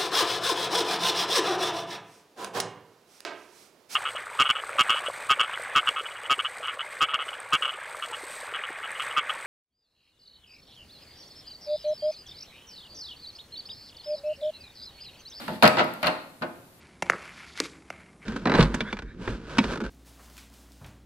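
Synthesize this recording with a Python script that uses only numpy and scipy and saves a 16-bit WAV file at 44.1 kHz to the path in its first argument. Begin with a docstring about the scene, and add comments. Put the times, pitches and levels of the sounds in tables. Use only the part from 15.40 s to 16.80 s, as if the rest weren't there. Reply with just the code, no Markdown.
"""A small dog pushes out through a plastic pet door, heard from the fairly live room inside.
First fur rubs along the flap, making friction noise; flap and frame clatter as the hind legs go through.
Claws tick on the paving outside, then the flap knocks and, at about one second, swings shut.
Each impact gives a sharp contact crack and excites the door's damped modes: a clack, a thump and a ring,
which die away in the room's reverberation."""
import sys
import numpy as np
from scipy import signal
from scipy.fft import rfft, irfft, next_fast_len
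from scipy.io import wavfile
from scipy.ndimage import uniform_filter1d

SR = 44100
rng = np.random.default_rng(int(sys.argv[2]) if len(sys.argv) > 2 else 0)


def to_wav(sig):
    """Store sig (one row per channel, or 1-D mono) as 16-bit WAV at the path in sys.argv[1].

    Samples outside -1..1 are clipped; the rate is SR.
    """
    pcm = np.clip(np.atleast_2d(sig), -1, 1) * 32767
    pcm = np.round(pcm).astype(np.int16)
    wavfile.write(sys.argv[1], SR, pcm.T)  # frames by channels


N = 61739


def undb(db):
    """Amplitude ratio of a level in decibels."""
    return 10 ** (np.asarray(db) / 20)


def at(points, hz):
    """Interpolation of a curve over log frequency."""
    p = np.array(points, float)
    return np.interp(np.log(np.maximum(hz, 1)), np.log(p[:, 0]), p[:, 1])


def freqs(x):
    """Frequencies of a signal's Fourier components."""
    return np.arange(x.shape[-1] // 2 + 1) * SR / x.shape[-1]


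def filtered(x, gain):
    """Linear filtering: each frequency takes its own gain."""
    return irfft(rfft(x) * gain, x.shape[-1])


def pan(db):
    """Left and right gains for a level difference."""
    return undb(np.array([[1], [-1]]) * db / 2)


def octaves(x):
    """Overlapping octave bands, as pairs of centre in Hz and signal."""
    centres = 62.5 * 2 ** np.arange(9)
    return [(hz, filtered(x, np.interp(np.log(freqs(x) + 1), np.log(centres), weights)))
            for hz, weights in zip(centres, np.eye(len(centres)))]


def fade(t, rise, t60):
    """Exponential rise and damping; t60 is the time to decay by 60 dB."""
    return (1 - np.exp(-t / rise)) * np.exp(-np.log(1000) * t / t60)


def add(out, x, start):
    """Superposition of a sound from its start in seconds."""
    i = max(int(start * SR), 0)
    out[:, i:i + x.shape[1]] += x[:, :max(N - i, 0)]


# Stereo width. Each row: frequency in Hz, side level relative to mid in dB.
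STEREO_WIDTH = [(60, -17), (130, -15.5), (260, -9), (600, -10), (1100, -1), (2200, -1), (5000, 0)]

def noise(colour, size):
    """Partly coherent noise of unit level: left and right are alike in the bass, apart in the treble."""
    white = rng.standard_normal((2, size))
    f = freqs(white)
    gain, width = undb(at(colour, f)), undb(at(STEREO_WIDTH, f))
    mid, side = filtered(white, np.array([gain, gain * width]) / np.hypot(1, width))
    stereo = np.array([mid + side, mid - side])
    return stereo / stereo.std()


def burst(colour, rise_s, t60_s, size=4096):
    """A transient of exponentially damped noise."""
    return noise(colour, size) * fade(np.arange(size) / SR, rise_s, t60_s)


# Background spectrum. Each row: frequency in Hz, relative spectral density in dB.
BACKGROUND_SPECTRUM = [(25, -12), (60, -14), (110, -1.5), (200, -5), (380, -9), (1600, -19), (3000, -23.5),
                       (6000, -25.5), (11000, -21.5), (15000, -24)]

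def background(level_db=-55):
    """Stationary noise, strongest in the bass."""
    return undb(level_db) * noise(BACKGROUND_SPECTRUM, N)


def even(x):
    """Spectral smoothing levels narrow peaks and dips, leaving a response with no note of its own."""
    power = np.mean(np.abs(rfft(x)) ** 2, axis=0)
    ratio = uniform_filter1d(power, size=121) / uniform_filter1d(power, size=15)
    taper = np.minimum(np.linspace(2, 0, x.shape[1]), 1)
    return filtered(x, np.sqrt(np.abs(ratio))) * taper


# Reverberation time. Each row: frequency in Hz, t60 in seconds.
REVERB_TIME = [(100, 0.81), (300, 0.56), (800, 0.6), (2000, 0.53), (5000, 0.58), (13000, 0.18)]
# Strength of the reflections. Each row: frequency in Hz, gain in dB.
REVERB_GAIN = [(60, -15), (200, -1.5), (600, -9.5), (1500, -2.5), (4000, -8), (7000, 2), (14000, -18.5)]

def room(x, rise_s=0.007, size=32768):
    """Reverberation: convolution with diffuse reflections whose treble dies first."""
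    t = np.arange(size) / SR
    tail = 0
    for hz, band in octaves(noise([(1, 0), (SR, 0)], size)):
        envelope = fade(t, rise_s, at(REVERB_TIME, hz))
        tail = tail + undb(at(REVERB_GAIN, hz)) * band * envelope / np.linalg.norm(envelope)
    return signal.fftconvolve(x.mean(0)[None], even(tail), axes=1)[:, :N]


# Rubbing of fur and tail. Each row: time in seconds, level in dB.
FUR_LEVEL = [(0, -40), (.07, -42.5), (.11, -43), (.155, -42.5), (.19, -53), (.3, -46), (.6, -53),
             (.625, -44), (.65, -63.5)]
# Friction spectrum. Each row: frequency in Hz, relative spectral density in dB.
FUR_SPECTRUM = [(100, -8.5), (220, 10), (400, -3.5), (650, 1.5), (1500, -2), (3000, -5.5), (4500, -4),
                (6000, -20.5), (12000, -16), (16000, -18)]

def fur(slips_per_s=173, roughness_db=1):
    """Sliding friction: the coat brushes under the flap in small uneven slips."""
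    t = np.arange(N) / SR
    slips = np.interp(t * slips_per_s, np.arange(N), rng.standard_normal(N))
    level_db = np.interp(t, *np.array(FUR_LEVEL).T) + roughness_db * slips
    return noise(FUR_SPECTRUM, N) * undb(level_db)


CONTACT_RISE_S, CONTACT_PAN_DB = 0.00042, 4
# Claw contacts. Each row: start in seconds, level in dB.
CLAW_TICKS = [(0.4428, -31), (.537, -28.5)]
# Tick spectrum. Each row: frequency in Hz, relative spectral density in dB.
CLAW_SPECTRUM = [(1500, -22), (4000, 0), (7000, -10), (12000, 9), (16000, -5)]

def claws():
    """Brief impacts are rich in treble: claws tick on the paving as the dog lands outside."""
    out = np.zeros((2, N))
    for start, db in CLAW_TICKS:
        tick = burst(CLAW_SPECTRUM, CONTACT_RISE_S, t60_s=0.008, size=16384)
        add(out, undb(db) * pan(CONTACT_PAN_DB) * tick, start)
    return out


def excitation(hz, tilt, spot_hz, spot_db=5.5, spot_octaves=0.16):
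    """Modal excitation: a blow's hardness tilts the spectrum, and where it lands favours one band."""
    hz = np.maximum(hz, 1)
    spot = np.exp(-.5 * (np.log2(hz / spot_hz) / spot_octaves) ** 2)
    return undb(tilt * np.clip(np.log2(hz / 800), -2, 2) + spot_db * spot)


BUILD_CYCLES = 0.71  # rise time constant of a mode, in periods
# Strongest door modes. Each row: frequency in Hz, relative level in dB, t60 in seconds.
RING_MODES = [(239.5, -25.5, 0.55), (344.2, -18, .5), (503, -27, 0.26), (620, -4.5, 0.35),
              (722.7, -16, 0.24), (725, -13.5, 0.14), (877, -14.5, 0.51), (1011, -21, 0.21),
              (1074, -28, 0.53), (1268.4, -13.5, 0.38), (1335, -10, 0.15), (1492, -7.5, 0.13),
              (1552, -26.5, 0.48), (2810, -16, 0.19)]

def ringing(tilt, spot_hz, trim_db=-2, scatter_db=3, size=32768):
    """Free vibration: the door's lightly damped modes ring on after a blow."""
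    t, out = np.arange(size) / SR, 0
    draws = rng.standard_normal((len(RING_MODES), 3))
    for (hz, db, t60), (strength, turn, apart) in zip(RING_MODES, draws):
        stereo_phase = np.array([[1], [-1]]) * apart * undb(at(STEREO_WIDTH, hz))
        phase = 2 * np.pi * (hz * t + turn) + stereo_phase
        gain = excitation(hz, tilt, spot_hz) * undb(db + trim_db + scatter_db * strength)
        out = out + gain * np.sin(phase) * fade(t, BUILD_CYCLES / hz, t60)
    return out


# Low door modes. Each row: frequency in Hz, relative level in dB, t60 in seconds.
FLEX_MODES = [(77, -14.5, .14), (132.9, -22.5, .3), (171.4, -5, 0.19), (203.5, 5, 0.092),
              (231.5, -17, 0.12)]

def thump(rise_s=0.012, size=16384):
    """Flexural vibration: the whole door bends in its low modes."""
    t = np.arange(size) / SR
    return sum(undb(db) * np.sin(2 * np.pi * hz * t) * fade(t, rise_s, t60)
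               for hz, db, t60 in FLEX_MODES)[None]


# The panel's dense lesser modes. Each row: frequency in Hz, relative spectral density in dB.
CLACK_SPECTRUM = [(30, -55), (100, -15), (170, -11), (250, -3), (400, -8), (560, 0.5), (850, -3),
                  (1400, -3), (2000, -5.5), (3200, -13), (4500, -17.5), (5800, -32.5), (8000, -37.5),
                  (14000, -65)]
# Their damping. Each row: frequency in Hz, t60 in seconds.
CLACK_DECAY = [(150, 0.3), (600, 0.22), (2000, 0.11), (5000, 0.1), (14000, 0.048)]

def clack(tilt, spot_hz, size=12288):
    """Modal overlap: the struck panel's dense, short modes merge into noise."""
    t = np.arange(size) / SR
    modes = noise(CLACK_SPECTRUM, size)
    driven = filtered(modes, excitation(freqs(modes), tilt, spot_hz))
    return sum(band * fade(t, BUILD_CYCLES / hz, at(CLACK_DECAY, hz)) for hz, band in octaves(driven))


# Spectra of the crack and its snap. 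Each row: frequency in Hz, relative spectral density in dB.
CRACK_SPECTRUM = [(500, -15), (1500, -8), (2600, 7), (3300, -5.5), (4300, 8), (5000, -2.5), (5900, -17),
                  (8000, -20), (16000, -32)]
SNAP_SPECTRUM = [(4500, -22), (6000, 0), (8000, -3.5), (10500, 5.5), (13000, -1), (16000, -2)]

def crack(snap_db, snap_lift_db=2):
    """Contact transient: plastic meets plastic, and a sharper contact adds a thin snap on top."""
    body = pan(CONTACT_PAN_DB) * burst(CRACK_SPECTRUM, CONTACT_RISE_S, t60_s=0.023)
    snap = pan(db=6.5) * burst(SNAP_SPECTRUM, rise_s=0.0025, t60_s=0.014)
    return body + undb(snap_lift_db + snap_db) * snap


# Blows on flap and frame. Each row: start in seconds, panel gain in dB, tilt in dB per octave,
# favoured frequency in Hz, thump gain in dB, crack gain in dB, snap gain within the crack in dB.
DOOR_BLOWS = [(.0795, -29, -1, 830, -25.5, -39.5, 3), (.111, -42.5, -13, 630, -28, -61, -6),
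              (.2243, -15, 0, 845, -32.5, -12, -7.5), (.2322, -10.5, -1, 692, -10, -20.5, 5.5),
              (.2405, -18.5, 4, 985, -8, -20.5, -6), (0.2527, -25, 7.5, 910, -43, -13.5, -13),
              (.263, -17.5, 0, 1390, -50, -24, -1), (0.2761, -43, -7, 656, -47, -12.5, -2.5),
              (.370, -22, -1.5, 980, -39, -25, -19), (.376, -22, -2, 720, -49, -50, -15),
              (.3835, -31.5, 8.5, 940, -54, -36, -10), (.3925, -20, 3.5, 640, -33.5, -29, -48),
              (.403, -21, 1, 1200, -48, -32, -15), (.411, -25.5, -3.5, 1290, -63, -44, -20),
              (.629, -24.5, 1, 2620, -28, -21.5, -5.5), (.643, -22.5, 2, 660, -30.5, -46, -26),
              (0.66, -30.5, 4, 1040, -22, -30, -1), (.6688, -25.5, 5, 1010, -50, -17.5, -6.5),
              (.677, -21.5, 0, 760, -29, -26, -8), (1.013, -44, -2.5, 400, -28, -69, -15),
              (1.0205, -28, -0.6, 1640, -30, -39, -12), (1.025, -28.5, -2.5, 326, -41, -35.5, -28)]

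def knocks():
    """Impact excitation: each blow cracks and clacks, thumps the door and leaves it ringing."""
    blows, thumps, ring = np.zeros((3, 2, N))
    flex = thump()
    for start, panel_db, tilt, spot_hz, thump_db, crack_db, snap_db in DOOR_BLOWS:
        add(blows, undb(panel_db) * clack(tilt, spot_hz), start)
        add(blows, undb(crack_db) * crack(snap_db), start)
        add(thumps, undb(thump_db) * flex, start)
        add(ring, undb(panel_db) * ringing(tilt, spot_hz), start)
    return blows, thumps, ring


# Stereo balance. Each row: frequency in Hz, left level relative to right in dB.
LEFT_BALANCE = [(250, 0), (1000, 0), (2000, 0.5), (4000, 3), (12000, 4)]

def scene(thump_to_room_db=-12.5, left_lag_s=0.00007):
    """Direct and reverberant sound superpose, brighter on the left, over a quiet background."""
    blows, thumps, ring = knocks()
    contacts = blows + claws() + fur()
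    reverb = room(contacts + undb(thump_to_room_db) * thumps)
    padding = next_fast_len(N + SR // 10) - N
    heard = np.pad(contacts + thumps + ring + reverb, ((0, 0), (0, padding)))
    f = freqs(heard)
    lag = np.exp(-2j * np.pi * f * left_lag_s * np.array([[1], [0]]))
    return filtered(heard, pan(at(LEFT_BALANCE, f)) * lag)[:, :N] + background()


def record(dry):
    """Clipping at full scale, then band limiting by a steep low-pass filter."""
    cutoff_hz = 14650
    lowpass = signal.ellip(8, .2, 80, cutoff_hz, fs=SR, output="sos")
    return signal.sosfilt(lowpass, np.clip(dry, -1, 1))


dry = scene()
out = record(dry)
to_wav(out)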